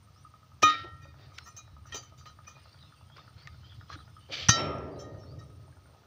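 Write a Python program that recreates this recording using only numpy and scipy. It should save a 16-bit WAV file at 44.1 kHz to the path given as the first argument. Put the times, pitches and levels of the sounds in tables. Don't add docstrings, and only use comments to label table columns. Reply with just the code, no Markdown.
import sys
import numpy as np
from scipy import signal
from scipy.fft import rfft, irfft, next_fast_len
from scipy.io import wavfile

SR = 44100
rng = np.random.default_rng(int(sys.argv[2]) if len(sys.argv) > 2 else 0)


def nominal_scale(level):
    x = np.asarray(level, float) / 20
    return 10 ** x


def wav_out(sig):
    wavfile.write(sys.argv[1], SR, np.round(np.clip(np.atleast_2d(sig).T, -1, 1) * 32767).astype(np.int16))


N = 267318

# time in seconds, level in dB.
RUMBLE_LEVEL = [(0.0, -57.5), (0.5, -59), (1.0, -47.5), (1.5, -58.5), (1.9, -52), (2.1, -57), (2.6, -58.5),
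                (3.24, -57.5), (3.5, -51.5), (4.3, -53), (4.67, -38), (4.91, -47.5), (5.3, -43),
                (5.89, -58), (6.06, -66)]
# frequency in Hz, density in dB per Hz.
RUMBLE_SPECTRUM = [(15, -68), (25, -31), (38, -39), (76, 6.5), (140, 4), (168, -11.5), (246, -24),
                   (300, -12.5), (390, -46), (660, -120)]
AIR_SPECTRUM = [(150, -20.5), (200, 3), (300, -14.5), (600, -17), (1100, -9.5), (1700, -21), (3000, -17),
                (6100, -18), (6800, -25.5), (9500, -34), (13500, -32.5), (15100, -21), (15700, -33),
                (16200, -68)]
# start in seconds, casing ring in dB, dull part in dB, bright part in dB.
FIRINGS = [(0.0707, -58.5, -56, -68), (0.1593, -56, -62, -66), (0.2475, -46.5, -51, -60),
           (0.337, -49, -42.5, -66), (0.4267, -54, -52, -52), (0.5153, -54.5, -51, -56.5),
           (1.0507, -54.5, -41, -46), (1.1392, -65, -41, -42), (1.229, -65, -55, -63),
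           (1.3175, -55.5, -52, -58), (1.407, -51, -46, -50), (1.5864, -46, -49, -51),
           (1.675, -59, -40.5, -46), (1.7638, -52, -39.5, -55), (1.8528, -52, -43.5, -42),
           (2.0316, -55, -57, -52), (2.1205, -54, -40.5, -67), (2.209, -54.5, -48, -46),
           (2.2975, -62, -44, -45), (2.386, -50, -39.5, -42), (2.4755, -49, -47, -54),
           (2.5644, -52.5, -39.5, -62), (2.654, -52, -39.5, -47), (2.7424, -73, -43, -43.5),
           (2.8313, -63, -43.5, -44), (2.9204, -53, -62, -39.5), (3.009, -57.5, -39, -66),
           (3.0978, -69, -41.5, -43), (3.1867, -52.5, -49, -52), (3.2755, -53, -44, -40),
           (3.3647, -72, -64, -49), (3.453, -67, -51, -53), (3.5421, -81, -46, -44.5),
           (3.631, -77, -45, -46.5), (3.72, -66, -52, -40), (3.8087, -54, -46, -36),
           (3.9866, -50.5, -59, -37), (4.0758, -66, -42, -42), (4.1642, -46, -63, -45),
           (5.144, -67, -57, -48), (5.2323, -57, -54, -42.5), (5.3212, -54.5, -53, -61),
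           (5.4105, -50, -58, -58), (5.4992, -65, -57, -54), (5.588, -79.5, -51, -65),
           (5.6772, -66, -38.5, -56), (5.7663, -76, -40, -48), (5.8551, -71, -50, -43.5),
           (5.9441, -83, -42, -66), (6.033, -67.5, -53, -49)]
# frequency in Hz, level in dB, t60 in seconds.
CASING_MODES = [(628, -15, 0.026), (875, -10.5, 0.018), (1232, -6.5, 0.17), (1266, -0.5, 0.072),
                (977, -14, 0.012), (1422, -9, 0.022), (1790, -7.5, 0.0062)]
# start in seconds, length in seconds, start and end frequency in Hz, level in dB.
CHIRPS = [(0.136, 0.094, 4660, 6200, -69), (2.78, 0.058, 3630, 3780, -78),
          (2.807, 0.037, 3930, 3470, -59.5), (3.065, 0.12, 3090, 3250, -66.5),
          (3.148, 0.067, 3520, 3560, -64), (3.353, 0.12, 3970, 4800, -62), (3.615, 0.11, 2940, 3310, -63.5),
          (3.691, 0.049, 3630, 2750, -58), (3.797, 0.038, 1640, 1300, -76), (3.889, 0.028, 4280, 4400, -62),
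          (3.961, 0.0454, 3470, 4093, -58), (4, 0.035, 3590, 2940, -65), (4.956, 0.042, 3940, 4060, -66),
          (5.258, 0.084, 4150, 4840, -63.5), (4.183, 0.22, 2880, 3040, -67.5)]
# contact in seconds, plate seated in seconds, crack in dB, thud in dB, thud in Hz.
BLOWS = [
    (0.6197, 0.634, -24.5, -29, 99),
    (4.4864, 4.4917, -13.5, -16, 115.7),
]
# frequency in Hz, density in dB per Hz.
CRACK_SPECTRUM = [(88, -27.5), (150, 4.5), (270, -12.5), (466, -12), (1870, -0.5), (2140, -12.5),
                  (3100, -4), (4320, -16), (5910, 3.5), (7770, -25), (16000, -43)]
# frequency in Hz, glancing blow in dB, square blow in dB, t60 in seconds.
STEEL_MODES = [(290.6, -33.5, -39, 0.35), (1244.7, -12.5, -37, 0.52), (1341, -32, -29.5, 0.69),
               (1863, -31, -24.5, 0.43), (2449, -18.5, -30, 0.15), (2967, -37.5, -36, 0.32),
               (3058, -34, -33, 0.4), (3118, -43, -36, 0.61), (3176, -34.5, -47.5, 0.27),
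               (3705, -30.5, -30, 0.32), (3872, -36.5, -32.5, 0.35), (3990, -53.5, -39, 0.15),
               (4094, -37.5, -31.5, 0.25), (4705, -49.5, -26.5, 0.53), (4930, -43.5, -33, 0.1),
               (5445, -46.5, -30.5, 0.5), (5870, -41, -22, 0.14), (6288, -39.5, -28.5, 0.062),
               (6000, -28, -30, 0.2), (6422, -49.5, -24, 0.15), (5970, -45, -32.5, 0.24),
               (5560, -40.5, -29, 0.2), (6230, -53.5, -37, 0.15), (6080, -39, -23, 0.16),
               (6067, -36.5, -20.5, 0.17), (6930, -44.5, -48, 0.45), (7220, -45.5, -44.5, 0.16),
               (7150, -50.5, -39, 0.22)]
PLATE_ROWS = [1, 4, 13, 16, 17, 18, 19, 20, 21, 22, 23, 24, 25, 26, 27]
FED_MODES = [(0, 2), (0, 3), (0, 9), (0, 10), (1, 2), (1, 7), (1, 10), (1, 11)]
# start in seconds, frequency in Hz,
# level in dB, t60 in seconds.
SINGING_MODES = [(.78, 1249, -52.5, 1.0), (.73, 2350, -37, 0.087), (1.0, 2449, -60.5, 0.39),
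                 (.84, 1866, -58.5, 1.3), (1.02, 4705, -61.5, 0.23), (1.02, 3710, -65, 0.48),
                 (1.189, 4705, -67, 0.78), (1.2, 3706, -69, 1), (1.35, 5400, -58, 0.87),
                 (1.4, 4100, -66, 1.4), (1.429, 6422, -62, 0.25), (1.45, 1863, -60, 0.21),
                 (1.46, 2449, -60, 0.32), (1.56, 3881, -62.5, 0.8), (1.562, 6422, -49, 0.14),
                 (1.56, 2449, -60.5, 0.32), (2.018, 3058, -62.5, 0.45), (2.02, 6422, -56, 0.11),
                 (2.168, 4705, -65, 0.8), (2.18, 6067, -58.5, .2), (2.459, 2449, -50, 0.18),
                 (2.465, 5970, -42.5, 0.026), (2.545, 2449, -58, 0.22), (3.44, 2090, -59, 0.25),
                 (4.5, 5364, -42.5, 0.65), (4.55, 5445, -33.5, 0.36), (4.72, 1345, -49.5, 0.94),
                 (4.902, 4705, -69, 1.2), (4.982, 5445, -52, 0.22), (4.982, 3176, -58.5, 0.29),
                 (4.986, 7150, -67, .25), (4.99, 3881, -64.5, 0.53), (4.99, 6067, -61, 0.43),
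                 (5.03, 1863, -59, 0.78), (5.028, 1240, -57, 0.18), (5.19, 5445, -61, 0.46),
                 (5.22, 3720, -66.5, .3), (5.379, 5445, -67, 0.82), (5.381, 1863, -61, 0.21),
                 (5.385, 4705, -68, 0.32), (5.385, 3830, -67, 0.46), (5.5, 1266, -59, .2),
                 (5.965, 1270, -69, 0.17)]
# start in seconds, frequency in Hz, level in dB, t60
# in seconds.
BUMPS = [
    (0.831, 349, -44, 0.045),
    (1.04, 560, -52, 0.11),
    (1.721, 73.2, -44.5, 0.97),
    (3.948, 300, -45, 0.039),
    (4.29, 543, -42, 0.11),
    (4.301, 300, -48.5, 0.19),
]
# start in seconds, bare
# snap in dB, ring in dB, frequency in Hz, t60 in seconds.
SHORT_CLICKS = [(.6222, -38, -41, 1500, .012), (.6278, -15, -24.5, 850, .01),
                (0.6312, -32, -17.5, 4170, 0.0059), (1.9221, -46, -41.5, 1863, .12),
                (1.9232, -60, -41.5, 3176, 0.17), (1.9433, -51, -31.5, 5910, 0.037),
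                (1.9455, -60, -41, 415, 0.074), (4.4854, -22, -11, 5770, 0.021),
                (4.4927, -38, -19, 1270, 0.012), (4.4913, -41, -14.5, 6010, 0.031),
                (1.045, -55, -54, 2490, .02), (1.3834, -30, -38, 2000, 0.01), (1.386, -23, -37, 1470, 0.02),
                (1.388, -50, -52, 1300, 0.021), (3.165, -60, -48, 1395, 0.024),
                (3.1682, -55, -48, 4930, .012), (3.182, -62, -45.5, 1100, 0.033),
                (3.192, -60, -53, 3370, .012), (3.4733, -31, -38.5, 1840, 0.018),
                (3.476, -64, -47, 1243, 0.056), (3.901, -47, -36.5, 1175, 0.038),
                (3.9145, -57, -54, 1300, .04), (3.9286, -38, -43, 1650, .03),
                (3.939, -55, -49, 1250, 0.039), (3.9548, -46, -42, 1410, 0.023),
                (4.002, -70, -55, 1270, 0.07), (4.306, -57, -41.5, 527, 0.035),
                (4.323, -39, -48, 2340, 0.017), (4.4859, -25, -28, 1710, .02),
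                (4.7838, -54.5, -46, 5700, .012), (5.725, -71.5, -59, 1610, 0.052)]
# start in seconds, fine grit in dB, coarse lumps in dB, t60 in seconds.
GRAVEL_SHIFTS = [(0.628, -64, -28, 0.045), (0.645, -57, -47, 0.5), (0.839, -89, -55, 0.17),
                 (1.159, -64, -63.5, 0.85), (1.372, -52, -87, 0.15), (1.87, -63, -74, 0.65),
                 (1.939, -62, -53.5, 0.29), (2.254, -54, -64, 0.076), (2.43, -67.5, -77, 0.34),
                 (2.52, -69, -77, 1.1), (3.15, -60, -61.5, 0.41), (3.36, -63.5, -72.5, 0.6),
                 (3.469, -55, -79, 0.077), (3.65, -70, -80, 0.4), (3.887, -74, -57.5, 0.36),
                 (4.07, -75, -80, 0.12), (4.2, -79, -85, 0.22), (4.283, -67, -56, 0.19),
                 (4.94, -80, -63, 0.27), (5.85, -79, -67.5, 1.13)]
# frequency in Hz, density in dB per Hz.
GRIT_SPECTRUM = [(800, -35.5), (1200, 6.5), (2000, 7.5), (3200, 2.5), (4500, 6), (5200, 2.5), (6000, -4),
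                 (8000, -17.5), (12000, -37.5), (16000, -25)]
SLIDE_SPECTRUM = [(120, -55.5), (200, -18), (671, -14.5), (1000, -38), (1250, -11.5), (1550, -23.5),
                  (2300, -8.5), (3250, -4), (4950, -4), (5400, -10), (6300, -7), (6800, -26.5), (7300, -10),
                  (7800, -24.5), (9200, -35), (10900, -50), (15000, -38)]
# time in seconds, level in dB.
SPRAY_STROKE = [(.64, -70), (.66, -47), (.70, -40), (.75, -46.5), (.85, -60), (.93, -76), (1.0, -74)]
SCUFF_STROKE = [(3.88, -95), (3.897, -60.5), (3.915, -60), (3.935, -53), (3.958, -64), (3.966, -72),
                (4.02, -76)]
SLIDE_STROKE = [(4.27, -87), (4.296, -67), (4.317, -51), (4.327, -40), (4.42, -42.5), (4.46, -48.5),
                (4.478, -50), (4.484, -61)]
# frequency in Hz, width in Hz, level in dB.
SPRAY_RESONANCES = [(2350, 87, -6.5), (3060, 110, -4), (4170, 120, -10), (4920, 60, -10.5)]
SCUFF_RESONANCES = [(1220, 73, -2.5), (1647, 54, -8.5), (3290, 88, -9.5), (4090, 82, -7.5), (4960, 39, -10),
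                    (5640, 62, -11), (6240, 40, -13), (6900, 48, -17)]
SLIDE_RESONANCES = [(644, 110, -5.5), (1270, 61, -7), (1820, 170, -4), (2100, 32, -7.5), (2350, 96, 1.5),
                    (3040, 25, 0), (3280, 140, 4.5), (3810, 31, -5.5), (4460, 30, -16), (4550, 130, 3),
                    (6040, 230, -18.5), (7250, 59, -23), (8290, 110, -35), (8840, 40, -35.5)]
# start in seconds, pipe, socket and plate in dB, rise in seconds.
TOUCHES = [(1.0174, -48, -68, -55, 0.0016), (1.319, -58, -57, -57, 0.027), (1.448, -42, -73, -43, 0.032),
           (1.5639, -50, -76, -39.5, 0.0006), (1.851, -59, -69, -52, .02), (1.9216, -36, -42, -46, 0.0011),
           (1.943, -34, -40, -30.5, 0.0017), (2.021, -54.5, -61, -50.5, 0.0071),
           (2.17, -69, -59, -51, .012), (2.2583, -45.5, -48, -48.5, 0.0014),
           (2.476, -47, -64, -43.5, 0.0016), (4.983, -52, -57, -47, 0.015), (5.171, -63, -72, -60.5, 0.027),
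           (5.387, -66, -66, -55, 0.0024)]
# frequency in Hz, level in dB, t60 in seconds.
CRASH_BANDS = [(80.4, -60, 4), (149.3, -48, 1.5), (300, -49, 2.5), (568, -38.5, 1.83), (860, -46, 1.1),
               (1246, -48.5, 1.3), (2292, -43.5, 0.66), (4800, -53.5, 0.44), (7020, -49.5, 0.37),
               (10000, -75, .2)]
# frequency in Hz, level in dB, t60 in seconds.
YARD_MODES = [(154.8, -54, 0.22), (295.5, -54.5, 0.35), (423.4, -49.5, 0.084), (654, -58, 0.2),
              (1243, -34, 0.13)]


def rms_one(x):
    return x / np.sqrt(np.mean(x ** 2) + 1e-20)


def butterworth(x, order, hz, kind):
    return signal.sosfilt(signal.butter(order, hz, kind, fs=SR, output="sos"), x)


def in_time(rows):
    s, db = np.transpose(rows)
    return np.interp(np.arange(N) / SR, s, db, left=-200, right=-200)


def coloured(x, spectrum):
    hz, db = np.transpose(spectrum)
    size = next_fast_len(N)
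    bins = np.maximum(np.fft.rfftfreq(size, 1 / SR), 1)
    gain_db = np.interp(np.log(bins), np.log(hz), db, left=-120, right=-120)
    return rms_one(irfft(rfft(x, size) * nominal_scale(gain_db), size)[:N])


def drift(rate):
    r = np.exp(-80 * np.pi * rate / SR)
    slow = signal.lfilter([1], [1, -2 * r, r * r], rng.standard_normal(N // 40 + 2002))[2000:]
    return np.interp(np.arange(N) / 40, np.arange(len(slow)), rms_one(slow))


def ring(clicks, hz, t60):
    r, w = nominal_scale(-60 / (t60 * SR)), 2 * np.pi * hz / SR
    return signal.lfilter([0, np.sin(w)], [1, -2 * r * np.cos(w), r * r], clicks + 1e-18)


def swell(start, rise, t60, size=None):
    t = np.maximum(np.arange(size or N) / SR - start, 0)
    return np.minimum(t / rise, 1) ** 2 * nominal_scale(-60 * np.maximum(t - rise, 0) / t60)


def grains(per_s, spread_db):
    sizes = nominal_scale(spread_db * np.minimum(rng.exponential(1, N), 5)) * rng.choice([-1, 1], N)
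    return rms_one(sizes * (rng.random(N) < per_s / SR))


def add_mode(out, s, rise, hz, db, t60, bedding_db=0.0, hold=0.0):
    span = out[round(s * SR):][:SR]
    t = np.arange(len(span)) / SR
    held_db = 60 * np.clip(t - rise, 0, hold) / t60
    level_db = db + held_db - bedding_db * np.maximum(t - .075, 0)
    envelope = nominal_scale(level_db) * swell(0, rise, t60, size=len(span))
    span += envelope * np.sin(2 * np.pi * (hz * t + rng.random()))


def background():
    rumble = coloured(rng.standard_normal(N), RUMBLE_SPECTRUM) * nominal_scale(in_time(RUMBLE_LEVEL) + 1.9 * drift(54))
    song = ring(ring(rng.standard_normal(N), 8900, 0.0061), 8950, 0.0054)
    crickets = rms_one(song) * nominal_scale(-83.5 + 3 * drift(3.9) + 3.9 * drift(25))
    air = coloured(rng.standard_normal(N), AIR_SPECTRUM) * nominal_scale(-68.5 + 0.49 * drift(0.67))
    return rumble + crickets + air


def engine():
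    at = (np.array(FIRINGS)[:, 0] * SR).astype(int)
    out, hum = np.zeros(N), nominal_scale(1.0 * drift(9.9))
    n = np.arange(600)
    knock_s, rattle_delay_s = .004, .014
    for hz, db, t60 in CASING_MODES:
        column = 2 if hz < 1100 else 1 if hz < 1330 else 3
        knock_db = np.array(FIRINGS)[:, column] + db
        blur = (1 + rng.standard_normal(600)) * np.cos(2 * np.pi * hz * n / SR)
        blur = blur * swell(0, 0.00079, 3 * knock_s, size=600)
        blur /= np.abs(blur @ np.exp(2j * np.pi * hz * n / SR))
        clicks = np.zeros(N)
        clicks[at] += nominal_scale(knock_db + 2.0 * rng.standard_normal(len(at)))
        rattle_db = knock_db - 10.0 + 2.54 * rng.standard_normal(len(at))
        clicks[at + round(rattle_delay_s * SR)] += nominal_scale(rattle_db)
        contacts = signal.fftconvolve(clicks, blur)[:N]
        out += ring(contacts + nominal_scale(db - 96.0) * rng.standard_normal(N) * hum, hz, t60)
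    return butterworth(out, 4, [480, 2350], "band")


def walls(x):
    out = np.zeros(N)
    for lag_s, db in [(.0043, -21.5), (.011, -11), (.023, -15.5), (.047, -19)]:
        lag = round(lag_s * SR)
        out[lag:] += nominal_scale(db) * x[:-lag]
    return signal.lfilter([.5], [1, -.5], out)


def sparrows():
    out, flutter = np.zeros(N), nominal_scale(3.2 * drift(70)) * (1 + .4 * drift(150))
    flock = []
    for a, b, c, d in rng.random((110, 4)):
        low_hz = 2700 + 2500 * c
        flock.append((2.45 + 1.8 * a, .04 + .09 * b, low_hz, low_hz + 900 * (b - .5), -78.5 + 5 * d))
    wobble_hz, arch_hz = 60 * drift(120), 122
    for s, length, start_hz, end_hz, db in CHIRPS + flock:
        u = np.linspace(0, 1, round(length * SR))
        start = round(s * SR)
        hz = start_hz + (end_hz - start_hz) * u + arch_hz * np.sin(np.pi * u) + wobble_hz[start:][:len(u)]
        out[start:][:len(u)] += nominal_scale(db) * np.sin(np.pi * u) ** .5 * np.sin(2 * np.pi * np.cumsum(hz) / SR)
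    calls = out * flutter
    tail = rng.standard_normal(SR // 4) * swell(0, 0.0019, .22, size=SR // 4)
    return calls + nominal_scale(-3) * signal.fftconvolve(calls, tail / np.linalg.norm(tail))[:N]


def blow_noise():
    out, crack = np.zeros(N), coloured(grains(8200, 0.99), CRACK_SPECTRUM)
    whistle = rms_one(butterworth(crack, 4, [14700, 15500], "band"))
    wash = butterworth(crack[::-1], 4, 6500, "low")
    dust = rms_one(butterworth(crack, 4, [7000, 11000], "band"))
    for s, seated, crack_db, thud_db, thud_hz in BLOWS:
        rise = seated - s
        out += nominal_scale(crack_db) * np.sqrt(swell(s, rise, 0.047 / 2)) * crack
        out += nominal_scale(crack_db - 19.5) * swell(s, 0.014, 0.079) * wash
        out += nominal_scale(crack_db - 28) * swell(s, rise, .13) * dust
        out += nominal_scale(-47) * swell(s, rise, .12) * whistle
        add_mode(out, seated - .007, 0.0072, thud_hz, thud_db, 0.1)
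        add_mode(out, seated - .002, 0.0031, 1.5 * thud_hz, thud_db - 2.5, 0.022)
    return out


def struck_steel():
    out = np.zeros(N)
    for k, (s, seated, *_) in enumerate(BLOWS):
        for m, (hz, glancing_db, square_db, t60) in enumerate(STEEL_MODES):
            rise = 0.0076 * (1244 / max(hz, 1244)) ** .12
            bedded = k == 1 and 1500 < hz < 5000
            add_mode(out, max(s, seated - .007), rise, hz, square_db if k else glancing_db,
                     t60 * (0.78 if bedded else 1), bedding_db=280.0 * (m in PLATE_ROWS),
                     hold=0.055 * ((k, m) in FED_MODES))
    return out


def singing_and_bumps():
    halves = np.zeros((2, N))
    for k, (s, hz, db, t60) in enumerate(SINGING_MODES + BUMPS):
        add_mode(halves[k % 2], s, 0.016, hz, db, t60)
    return sum(half * nominal_scale(3 * drift(18)) for half in halves)


def short_clicks():
    out, snaps = np.zeros(N), np.zeros(N)
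    for s, snap_db, db, hz, t60 in SHORT_CLICKS:
        snaps[round(s * SR)] += nominal_scale(snap_db + 12.0)
        add_mode(out, s, 0.00057, hz, db, t60)
        add_mode(out, s, 0.00044, 1.4 * hz, db - 13.5, t60)
    return out + butterworth(snaps, 4, [1300, 7000], "band")


def rasp(stroke, colour, resonances, ring_db):
    dust = grains(9000, 0.87)
    body = np.zeros(N)
    for hz, width, db in resonances:
        t60 = 1.4 / width
        body += nominal_scale(db) * rms_one(ring(ring(dust, hz, t60), hz, t60))
    return (coloured(dust, colour) + nominal_scale(ring_db) * rms_one(body)) * nominal_scale(in_time(stroke) + 1.4 * drift(40))


def gravel():
    settling = np.array([swell(s, 0.043 * t60, t60) for s, _, _, t60 in GRAVEL_SHIFTS])
    shuffle_db = -76.5
    fine, coarse = nominal_scale(shuffle_db) + nominal_scale(np.array(GRAVEL_SHIFTS)[:, 1:3]).T @ settling
    dust, edges = coloured(grains(5000, 2.6), GRIT_SPECTRUM), 800 * 2 ** np.arange(0, 4.4, .33)
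    grit = np.zeros(N)
    for low, high in zip(edges, edges[1:]):
        grit += butterworth(dust, 2, [low, high], "band") * nominal_scale(1.2 * drift(14))
    lumps = butterworth(grains(2100, 3.6), 2, [280, 820], "band")
    out = fine * rms_one(grit) * nominal_scale(1.0 * drift(38)) + coarse * rms_one(lumps)
    out += rasp(SPRAY_STROKE, GRIT_SPECTRUM, SPRAY_RESONANCES, ring_db=-4.0)
    out += rasp(SCUFF_STROKE, GRIT_SPECTRUM, SCUFF_RESONANCES, ring_db=6.5)
    return out + rasp(SLIDE_STROKE, SLIDE_SPECTRUM, SLIDE_RESONANCES, ring_db=2.0)


def touches():
    brush_s, held, spread_db, weld_loss_db = .022, .6, 4.0, 2.5
    out, t = np.zeros(N), np.arange(SR // 2) / SR
    hz, _, _, t60 = np.transpose(STEEL_MODES[1:])
    modes = nominal_scale(-60 * t / np.minimum(held * t60[:, None], .15)) * np.sin(2 * np.pi * hz[:, None] * t)
    part = np.searchsorted([2200, 3450, 5600], hz)
    brush_t = t[:2000]
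    for s, pipe_db, socket_db, plate_db, rise in TOUCHES:
        noise, luck = rng.standard_normal(2000), rng.standard_normal(len(hz))
        shape = np.exp(-np.maximum(brush_t - rise, 0) / brush_s) * np.minimum(brush_t / rise, 1)
        shape = shape / np.sqrt(brush_s * SR / 2)
        shared_db = (pipe_db + socket_db) / 2 - weld_loss_db
        parts_db = np.array([pipe_db, shared_db, socket_db, plate_db])
        body = nominal_scale(parts_db[part] - 12.0 - 1.3 * (hz > 6500) + spread_db * luck) @ modes
        body[:2] += nominal_scale(plate_db + 8.0) * np.array([1, -.4])
        span = out[round(s * SR):][:len(t)]
        span += signal.fftconvolve(shape * noise, body)[:len(span)]
    return out


def crash():
    start, rise_s = round(4.5 * SR), 0.095
    size = N - start
    out, white = np.zeros(N), rng.standard_normal((2, N // 3))[:, :size]
    edges = 60 * 2 ** np.arange(0, 7.3, .5)
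    hz, db, t60 = np.transpose(CRASH_BANDS)
    for k, (low, high) in enumerate(zip(edges, edges[1:])):
        band = rms_one(butterworth(white[k % 2], 2, [low, high], "band"))
        centre = np.log(low * high) / 2
        level_db = np.interp(centre, np.log(hz), db) + 1.2 * drift(2.2)[start:]
        dying = swell(0, rise_s, np.interp(centre, np.log(hz), t60) / 2, size=size)
        out[start:] += nominal_scale(level_db) * np.sqrt(dying) * band
    out = butterworth(out, 4, 7000, "low")
    for mode_hz, mode_db, mode_t60 in YARD_MODES:
        out += nominal_scale(mode_db) * ring(out, mode_hz, mode_t60)
    return out


def microphone(x):
    x = butterworth(x, 4, 62, "high")
    body = signal.sosfilt(signal.cheby2(6, 30, 7700, fs=SR, output="sos"), x) + nominal_scale(-36.0) * x
    return body + nominal_scale(-9.5) * ring(x, 15100, 0.0029) + nominal_scale(-17.0) * ring(x, 12000, 0.0033)


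def ducking():
    return nominal_scale(sum(-depth_db * swell(row[0], 0.016, 3.4) for row, depth_db in zip(BLOWS, [3.0, 6.0])))


def scene():
    clicks = engine() + touches()
    near = microphone(short_clicks() + clicks + walls(clicks) + gravel() + crash())
    tamper = butterworth(blow_noise() + struck_steel() + singing_and_bumps(), 2, 60, "high")
    return (near + tamper + sparrows() + ducking() * background())[None]


def top_cut(x):
    return signal.sosfilt(signal.butter(12, 16660, fs=SR, output="sos"), x)


def record(dry):
    mix = signal.sosfilt(signal.cheby2(10, 50, 16400, fs=SR, output="sos"), dry)
    return top_cut(mix)


dry = scene()
out = record(dry)
wav_out(out)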